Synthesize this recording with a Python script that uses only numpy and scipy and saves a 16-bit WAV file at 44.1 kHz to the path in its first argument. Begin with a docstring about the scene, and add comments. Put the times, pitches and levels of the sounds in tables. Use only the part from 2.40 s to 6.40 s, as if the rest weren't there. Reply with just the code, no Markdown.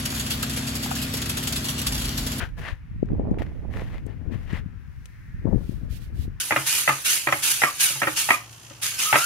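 """Rubber boots scuff and slide on packed, icy snow under a hand-held camera; ice grains tick.
Gusts buffet the two microphone ports separately, with a few hard thumps, and hit both near 0.8 s.
The scuffs end soon after 2 s; the far hiss underneath changes colour as the camera moves over the
ground. From 3 s trouser cloth swishes and the strongest gust strikes the left port."""
import sys
import numpy as np
from scipy import signal
from scipy.fft import rfft, irfft, next_fast_len
from scipy.io import wavfile
from scipy.ndimage import uniform_filter1d, map_coordinates

SR = 44100
rng = np.random.default_rng(int(sys.argv[2]) if len(sys.argv) > 2 else 0)


def pcm_store(signal):
    """Save signal as 16-bit PCM."""
    levels = np.round(np.clip(np.atleast_2d(signal), -1, 1) * 32767)
    wavfile.write(sys.argv[1], SR, levels.astype(np.int16).T)


N = 176400

# wind per port, before trim (time [s], rumble [dB], flutter [dB])
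GUSTS_LEFT = [(0, -32, -42), (0.14, -40, -60.5), (0.22, -40, -48), (0.42, -43, -66), (0.58, -37, -66),
              (0.68, -28.5, -49), (0.72, -27.5, -34), (0.93, -28.5, -34), (0.98, -31, -45),
              (1.1, -35.5, -58), (1.28, -38.5, -57), (1.38, -35, -42), (1.58, -35.5, -51.5),
              (1.68, -28.5, -42), (1.77, -34, -48), (1.83, -29, -38.5), (1.94, -28, -41),
              (2.03, -36.5, -53), (2.14, -26.5, -40.5), (2.4, -38.5, -60), (2.85, -42, -68),
              (3.02, -33, -59), (3.06, -22, -30), (3.17, -19, -28.5), (3.23, -33, -43.5),
              (3.43, -29.5, -46.5), (3.65, -36.5, -56.5), (3.82, -25.5, -43.5), (4, -38, -69.5)]
GUSTS_RIGHT = [(0, -41, -56), (0.2, -33, -48), (0.38, -43.5, -66.5), (0.6, -34.5, -59.5),
               (0.71, -27.5, -35.5), (0.94, -27.5, -32.5), (1.01, -29, -38), (1.15, -34.5, -44),
               (1.3, -30.5, -39), (1.55, -30.5, -47.5), (1.7, -43.5, -58.5), (2.15, -37.5, -51.5),
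               (2.35, -44.5, -69), (2.88, -45, -72), (2.95, -35, -56), (3.3, -39.5, -54),
               (3.55, -40.5, -51.5), (3.88, -36, -54), (4, -48, -75)]
# wind layer spectra (frequency [Hz], gain [dB])
RUMBLE_SPECTRUM = [(12, -13), (28, -1.5), (45, 1), (80, -0.5), (130, -5), (200, -15), (300, -27),
                   (1500, -90)]
FLUTTER_SPECTRUM = [(60, -15), (150, 0.5), (250, 1.5), (370, -6.5), (520, -14.5), (750, -29.5),
                    (1200, -44.5), (4000, -90)]
EDGE_SPECTRUM = [(200, -16.5), (450, 2), (650, -2), (900, -9), (1300, -24), (2200, -48.5), (6000, -84.5)]
RUMBLE_TRIM_DB, FLUTTER_TRIM_DB, EDGE_TRIM_DB = 1.5, 2, -5
STRONG_GUST_DB, EDGE_DB_PER_DB = -32.5, 1.342

def wind(gusts):
    """Turbulence on one port: rumble, faster flutter, and a bright edge in strong gusts."""
    rumble_db, flutter_db = curves(gusts)
    edge_db = STRONG_GUST_DB + EDGE_DB_PER_DB * (flutter_db - STRONG_GUST_DB)
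    lumps = unit(amp(3.86 * np.clip(wobble(70), -1.7, 1.7)))
    rumble = turbulence(RUMBLE_SPECTRUM, lump_db=2.5, lumps_per_s=30, window_samples=3000)
    flutter = turbulence(FLUTTER_SPECTRUM, lump_db=2.5, lumps_per_s=45, window_samples=1200)
    edge = turbulence(EDGE_SPECTRUM, lump_db=5, lumps_per_s=150, window_samples=600)
    return (amp(rumble_db + RUMBLE_TRIM_DB) * rumble
            + amp(flutter_db + FLUTTER_TRIM_DB) * lumps * flutter
            + amp(edge_db + EDGE_TRIM_DB) * lumps * edge)


def turbulence(spectrum, lump_db, lumps_per_s, window_samples):
    """Noise levelled over a window, then broken into short lumps."""
    noise = coloured(rng.standard_normal(N), spectrum)
    local_rms = np.sqrt(np.abs(uniform_filter1d(noise ** 2, window_samples)) + 1e-6)
    return unit(noise / local_rms * amp(lump_db * np.clip(wobble(lumps_per_s), -1.8, 1.8)))


# single eddies (time [s], peak [dB], pitch [Hz], push or suck, port)
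EDDIES = [(.037, -14.5, 62, "push", "left"), (.203, -23, 95, "push", "left"),
          (.216, -23, 95, "push", "left"), (.331, -15, 56, "push", "left"),
          (.516, -22, 100, "push", "left"), (.563, -23, 105, "push", "left"),
          (.630, -3, 245, "suck", "left"), (.649, -18, 140, "push", "left"),
          (.707, -16, 150, "suck", "right"), (.719, -10, 160, "push", "left"),
          (.735, -11, 190, "suck", "right"), (.797, -11.5, 340, "push", "left"),
          (.800, -12, 150, "suck", "right"), (.872, -14, 170, "push", "right"),
          (.915, -4.5, 175, "push", "left"), (.922, -14, 130, "suck", "right"),
          (.976, -15, 300, "push", "right"), (1.021, -15.5, 445, "push", "left"),
          (1.421, -19, 280, "push", "right"), (1.667, -19.5, 240, "push", "left"),
          (1.922, -16, 170, "suck", "left"), (1.960, -15, 100, "suck", "left"),
          (2.134, -12, 160, "push", "left"), (2.263, -16, 115, "push", "left"),
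          (2.947, -20, 90, "push", "right"), (3.056, -5, 205, "suck", "left"),
          (3.091, -6, 150, "suck", "left"), (3.137, -12, 170, "push", "left"),
          (3.147, -7.5, 185, "push", "left"), (3.160, -7.5, 175, "push", "left"),
          (3.295, -11, 145, "push", "left"), (3.435, -14.5, 100, "push", "left"),
          (3.510, -17.5, 65, "push", "left"), (3.798, -14, 70, "suck", "left"),
          (3.88, -20.5, 185, "suck", "left")]
# port -> (left [gain], right [gain])
PORT_GAINS = {"left": [[1], [0]], "right": [[0], [1]]}

def thumps():
    """Each eddy is one sharp push or suck of pressure on one port, with a rebound on either side."""
    out, t = np.zeros((2, N)), np.arange(SR // 16) / SR
    middle_s = t.mean()
    for time_s, peak_db, hz, kind, port in EDDIES:
        phase_squared = (2 * np.pi * hz * (t - middle_s) / 3.3) ** 2
        push = (1 - 7 * phase_squared) / (1 + phase_squared) ** 5
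        pulse = push if kind == "push" else -push
        add(out, time_s - middle_s, amp(peak_db) * np.array(PORT_GAINS[port]) * pulse)
    return out


# sole sliding on snow (start [s], rise [s], hold [s], 20 dB fade [s], level [dB],
# resonance [Hz], powder re sole [dB], drag re sole [dB])
SLIDES = [(.0, .003, .028, .05, -31.5, 1560, -21, -17), (.163, .022, .006, .07, -43.5, 1680, -11, -3),
          (.194, .068, .028, .06, -35.5, 1827, -22, -14), (.982, .005, .01, .055, -43.5, 2100, -16, -4),
          (1.019, .001, .003, .018, -41, 1900, -17, -2), (1.03, .01, .03, .17, -57, 1950, -20, 0),
          (1.298, .04, .08, .04, -46, 1884, -15, .5), (1.416, .02, .11, .05, -51.5, 1843, -15, -4.5),
          (1.51, .035, .04, .035, -51, 2100, -19, -6), (1.659, .0266, .0214, .1, -55.5, 1860, -22, -5),
          (1.904, .0213, .0158, .0935, -48, 1890, -18, -6.5),
          (1.951, .0363, .078, .16, -57, 1900, -12, -6.5),
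          (2.054, .08, .048, .036, -40.3, 1860, -22, -17.5)]
# slide layer spectra (frequency [Hz], gain [dB])
SOLE_SPECTRUM = [(150, -31), (500, -9.5), (1000, -5), (1700, -2.5), (2800, -5.5), (3700, -14), (5000, -23),
                 (7000, -31.5), (15000, -52)]
POWDER_SPECTRUM = [(1500, -19.5), (3500, 2.5), (6000, 2.5), (8000, -3.5), (11000, 1), (16000, -6)]
DRAG_SPECTRUM = [(80, -6.5), (250, -1), (500, 0.5), (800, -5), (1300, -17), (3000, -49)]
RING_DB, RING_WIDTH_LOG_HZ, POWDER_FADE_RATIO = 7, 0.1006, 1.4

def boots():
    """Grains break under the sliding sole and ring it; powder hisses and the boot drags dully."""
    out = np.zeros((2, N))
    for start_s, rise_s, hold_s, fade_s, level_db, ring_hz, powder_db, drag_db in SLIDES:
        grains = crunch()
        friction = pair(grains, shared_power=0.604)
        ring_db = lambda hz: RING_DB * bell(hz, ring_hz, RING_WIDTH_LOG_HZ)
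        sole_gain = lambda hz: amp(along(SOLE_SPECTRUM, hz) + ring_db(hz))
        sole = unit(filtered(friction, sole_gain)) * pan(db=8.5)
        powder = amp(powder_db) * coloured(grains[1:], POWDER_SPECTRUM) * pan(db=-3)
        drag = amp(drag_db) * coloured(friction, DRAG_SPECTRUM) * pan(db=2)
        slide = stroke(rise_s, hold_s, fade_s) * (sole + drag)
        spray = stroke(rise_s, hold_s, fade_s * POWDER_FADE_RATIO) * powder
        add(out, start_s, amp(level_db) * (slide + spray))
    flicker_db = 1.29 * wobble(110)
    return out * amp(flicker_db)


def crunch(grains_per_s=1100, spread_db=5, grain_share=0.6):
    """Three half-second trains of snow grains breaking at random, over smooth friction noise."""
    shape = (3, SR // 2)
    breaks = rng.random(shape) < grains_per_s / SR
    size = amp(spread_db * np.clip(rng.standard_normal(shape), -2, 2))
    grains = unit(breaks * size * rng.choice([-1, 1], shape))
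    return np.sqrt(grain_share) * grains + np.sqrt(1 - grain_share) * rng.standard_normal(shape)


# ice grains cracking (time [s], level [dB], pitch [Hz], left - right [dB])
ICE_CRACKS = [(.007, -20, 1597, 3.5), (.286, -21, 1700, 8), (.658, -46, 5500, 1), (.688, -32.5, 1500, 7.5),
              (.912, -42.5, 6500, 1.5), (.944, -29.5, 1325, -12.5), (1.0205, -22.5, 1900, 6),
              (1.0665, -30.5, 1770, -0.5), (1.339, -23.5, 1700, 10), (1.371, -21, 1700, 6),
              (1.396, -22, 2130, 7), (1.582, -34, 2600, 4), (1.6624, -42, 8530, 1),
              (1.6661, -34, 8800, -1.5), (2.129, -34.5, 7100, -2.5), (2.6567, -26, 7500, 4),
              (2.6573, -30.5, 3070, 20)]
SNAP_DECAY_CYCLES, CRUMBS_DB, CRUMBS_T60_S = 0.688, -21, 0.033

def ice():
    """Each crack is a snap of a few cycles and a faint scatter of crumbs."""
    out, t = np.zeros((2, N)), np.arange(SR // 20) / SR
    for time_s, level_db, hz, pan_db in ICE_CRACKS:
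        attack = 1 - np.exp(-8 * hz * t)
        snap = np.sin(2 * np.pi * hz * t) * np.exp(-hz * t / SNAP_DECAY_CYCLES) * attack
        scatter = signal.fftconvolve(rng.standard_normal((2, len(t))), snap[None], axes=1)[:, :len(t)]
        crumbs = amp(CRUMBS_DB - 60 * t / CRUMBS_T60_S) * unit(scatter)
        add(out, time_s, amp(level_db) * pan(pan_db) * (snap + crumbs))
    return out


# legs brushing (start [s], rise [s], hold [s], 20 dB fade [s], level [dB], left - right [dB])
LEG_BRUSHES = [(3.029, 0.23, .04, 0.17, -59.5, -2), (3.249, 0.0443, 0.04, 0.2, -59.5, -6),
               (3.485, 0.04, 0.048, 0.04, -49, -11), (3.595, 0.02, 0.03, 0.07, -54.5, -10.5),
               (3.72, 0.1, .022, 0.035, -50.5, -6)]
# cloth friction (frequency [Hz], gain [dB])
CLOTH_SPECTRUM = [(600, -21), (1500, 0), (2800, 7), (4500, 5), (7500, -1.5), (10000, 1), (13000, 1),
                  (16000, -5)]

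def trousers():
    """Cloth rubs on cloth in smooth, bright swishes."""
    out = np.zeros((2, N))
    for start_s, rise_s, hold_s, fade_s, level_db, pan_db in LEG_BRUSHES:
        cloth = coloured(rng.standard_normal((2, SR // 2)), CLOTH_SPECTRUM)
        add(out, start_s, amp(level_db) * pan(pan_db) * stroke(rise_s, hold_s, fade_s) * cloth)
    return out


# far hiss (frequency [Hz], gain [dB])
FAR_SPECTRUM = [(200, -9), (700, -8.5), (950, -3), (1800, -1.5), (2500, -4.5), (3200, -12.5), (4500, -22),
                (16000, -50)]
# its bright band as the camera turns (time [s], centre [Hz], height [dB])
BRIGHT_BAND = [(0, 1950, 2.5), (2.0, 1658, 3), (2.35, 1482, 6), (2.58, 1650, 3.5), (2.75, 1880, 9),
               (3.02, 1800, 9.5), (3.35, 1390, 3), (3.6, 1720, 5.5), (4, 1599, 4)]
FAR_DB, REFLECTION_DELAY_S, REFLECTION_RIPPLE_DB = -59.8, 0.0045, 2

def far_hiss():
    """Distant noise with a drifting bright band, combed by a shifting ground reflection."""
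    hiss = coloured(pair(rng.standard_normal((3, N)), shared_power=0.286), FAR_SPECTRUM)
    hz, t, frames = signal.stft(hiss, SR, nperseg=1024)
    time_s, centre_hz, height_db = np.transpose(BRIGHT_BAND)
    band = bell(hz[:, None], np.interp(t, time_s, centre_hz), width_log_hz=0.183)
    band_db = np.interp(t, time_s, height_db) * band
    drift = np.interp(t, np.arange(N) / SR, wobble(2.5))
    delay_s = REFLECTION_DELAY_S * np.exp(.12 * drift)
    comb_db = REFLECTION_RIPPLE_DB * np.cos(2 * np.pi * hz[:, None] * delay_s)
    _, hiss = signal.istft(frames * amp(band_db + comb_db), nperseg=1024)
    return amp(FAR_DB) * pan(db=4) * unit(hiss[:, :N])


# air noise (frequency [Hz], gain [dB])
AIR_SPECTRUM = [(300, -8.5), (3000, 0.5), (5800, 3), (8000, -5), (11000, -1.5), (16000, -5)]
# its swell (time [s], level [dB])
AIR_SWELL = [(0, -73), (.9, -77), (1.1, -72.5), (2.3, -74.5), (2.7, -66.5), (2.95, -70), (4, -72)]

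def air():
    """Thin noise, independent at each port."""
    return amp(curves(AIR_SWELL)[0]) * coloured(rng.standard_normal((2, N)), AIR_SPECTRUM)


def stroke(rise_s, hold_s, fade_s):
    """Half-second rubbing envelope; falls 20 dB per fade_s."""
    t = np.arange(SR // 2) / SR
    return np.clip(t / rise_s, 0, 1) ** 1.143 * amp(-20 * np.maximum(t - rise_s - hold_s, 0) / fade_s)


def amp(db):
    """Decibels to gain."""
    return 10 ** (np.asarray(db) / 20)


def unit(x):
    """Scale to rms 1."""
    return x / np.sqrt(np.mean(x ** 2) + 1e-20)


def along(points, hz):
    """Interpolate on a log frequency axis."""
    knots_hz, values = np.transpose(points)
    return np.interp(np.log(hz + 1), np.log(knots_hz + 1), values)


def bell(hz, centre_hz, width_log_hz):
    """Gaussian on a log frequency axis, peak 1."""
    return np.exp(-.5 * (np.log((hz + 1) / centre_hz) / width_log_hz) ** 2)


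def curves(rows):
    """One value per sample for each column after the time."""
    time_s, *columns = np.transpose(rows)
    return [np.interp(np.arange(N) / SR, time_s, column) for column in columns]


def wobble(knots_per_s):
    """Smooth random curve."""
    knots = rng.standard_normal(int(N * knots_per_s / SR) + 4)
    return map_coordinates(knots, [np.arange(N) * knots_per_s / SR])


def filtered(x, response):
    """Apply the gain response(hz) to x."""
    n = x.shape[-1]
    n_fft = next_fast_len(n + 2048, True)
    return irfft(rfft(x, n_fft) * response(np.fft.rfftfreq(n_fft, 1 / SR)), n_fft)[..., :n]


def coloured(x, spectrum):
    """x shaped by a spectrum, at rms 1."""
    return unit(filtered(x, lambda hz: amp(along(spectrum, hz))))


def pan(db):
    """Stereo gains of mean power 1; db is left - right."""
    return unit(amp([[db / 2], [-db / 2]]))


def pair(three, shared_power):
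    """Stereo from one shared and two separate signals."""
    return np.sqrt(shared_power) * three[0] + np.sqrt(1 - shared_power) * three[1:]


def add(out, start_s, sound):
    """Mix sound into out from start_s on."""
    part = out[..., max(round(start_s * SR), 0):][..., :sound.shape[-1]]
    part += sound[..., :part.shape[-1]]


def scene():
    """All sources at the two ports, in open air."""
    gusts = np.array([wind(GUSTS_LEFT), wind(GUSTS_RIGHT)])
    return gusts + thumps() + boots() + ice() + trousers() + far_hiss() + air()


BAND_LIMIT_HZ = 15850

def record(dry):
    """The camera keeps nothing above its band limit."""
    return filtered(dry, lambda hz: hz < BAND_LIMIT_HZ)


dry = scene()
out = record(dry)
pcm_store(out)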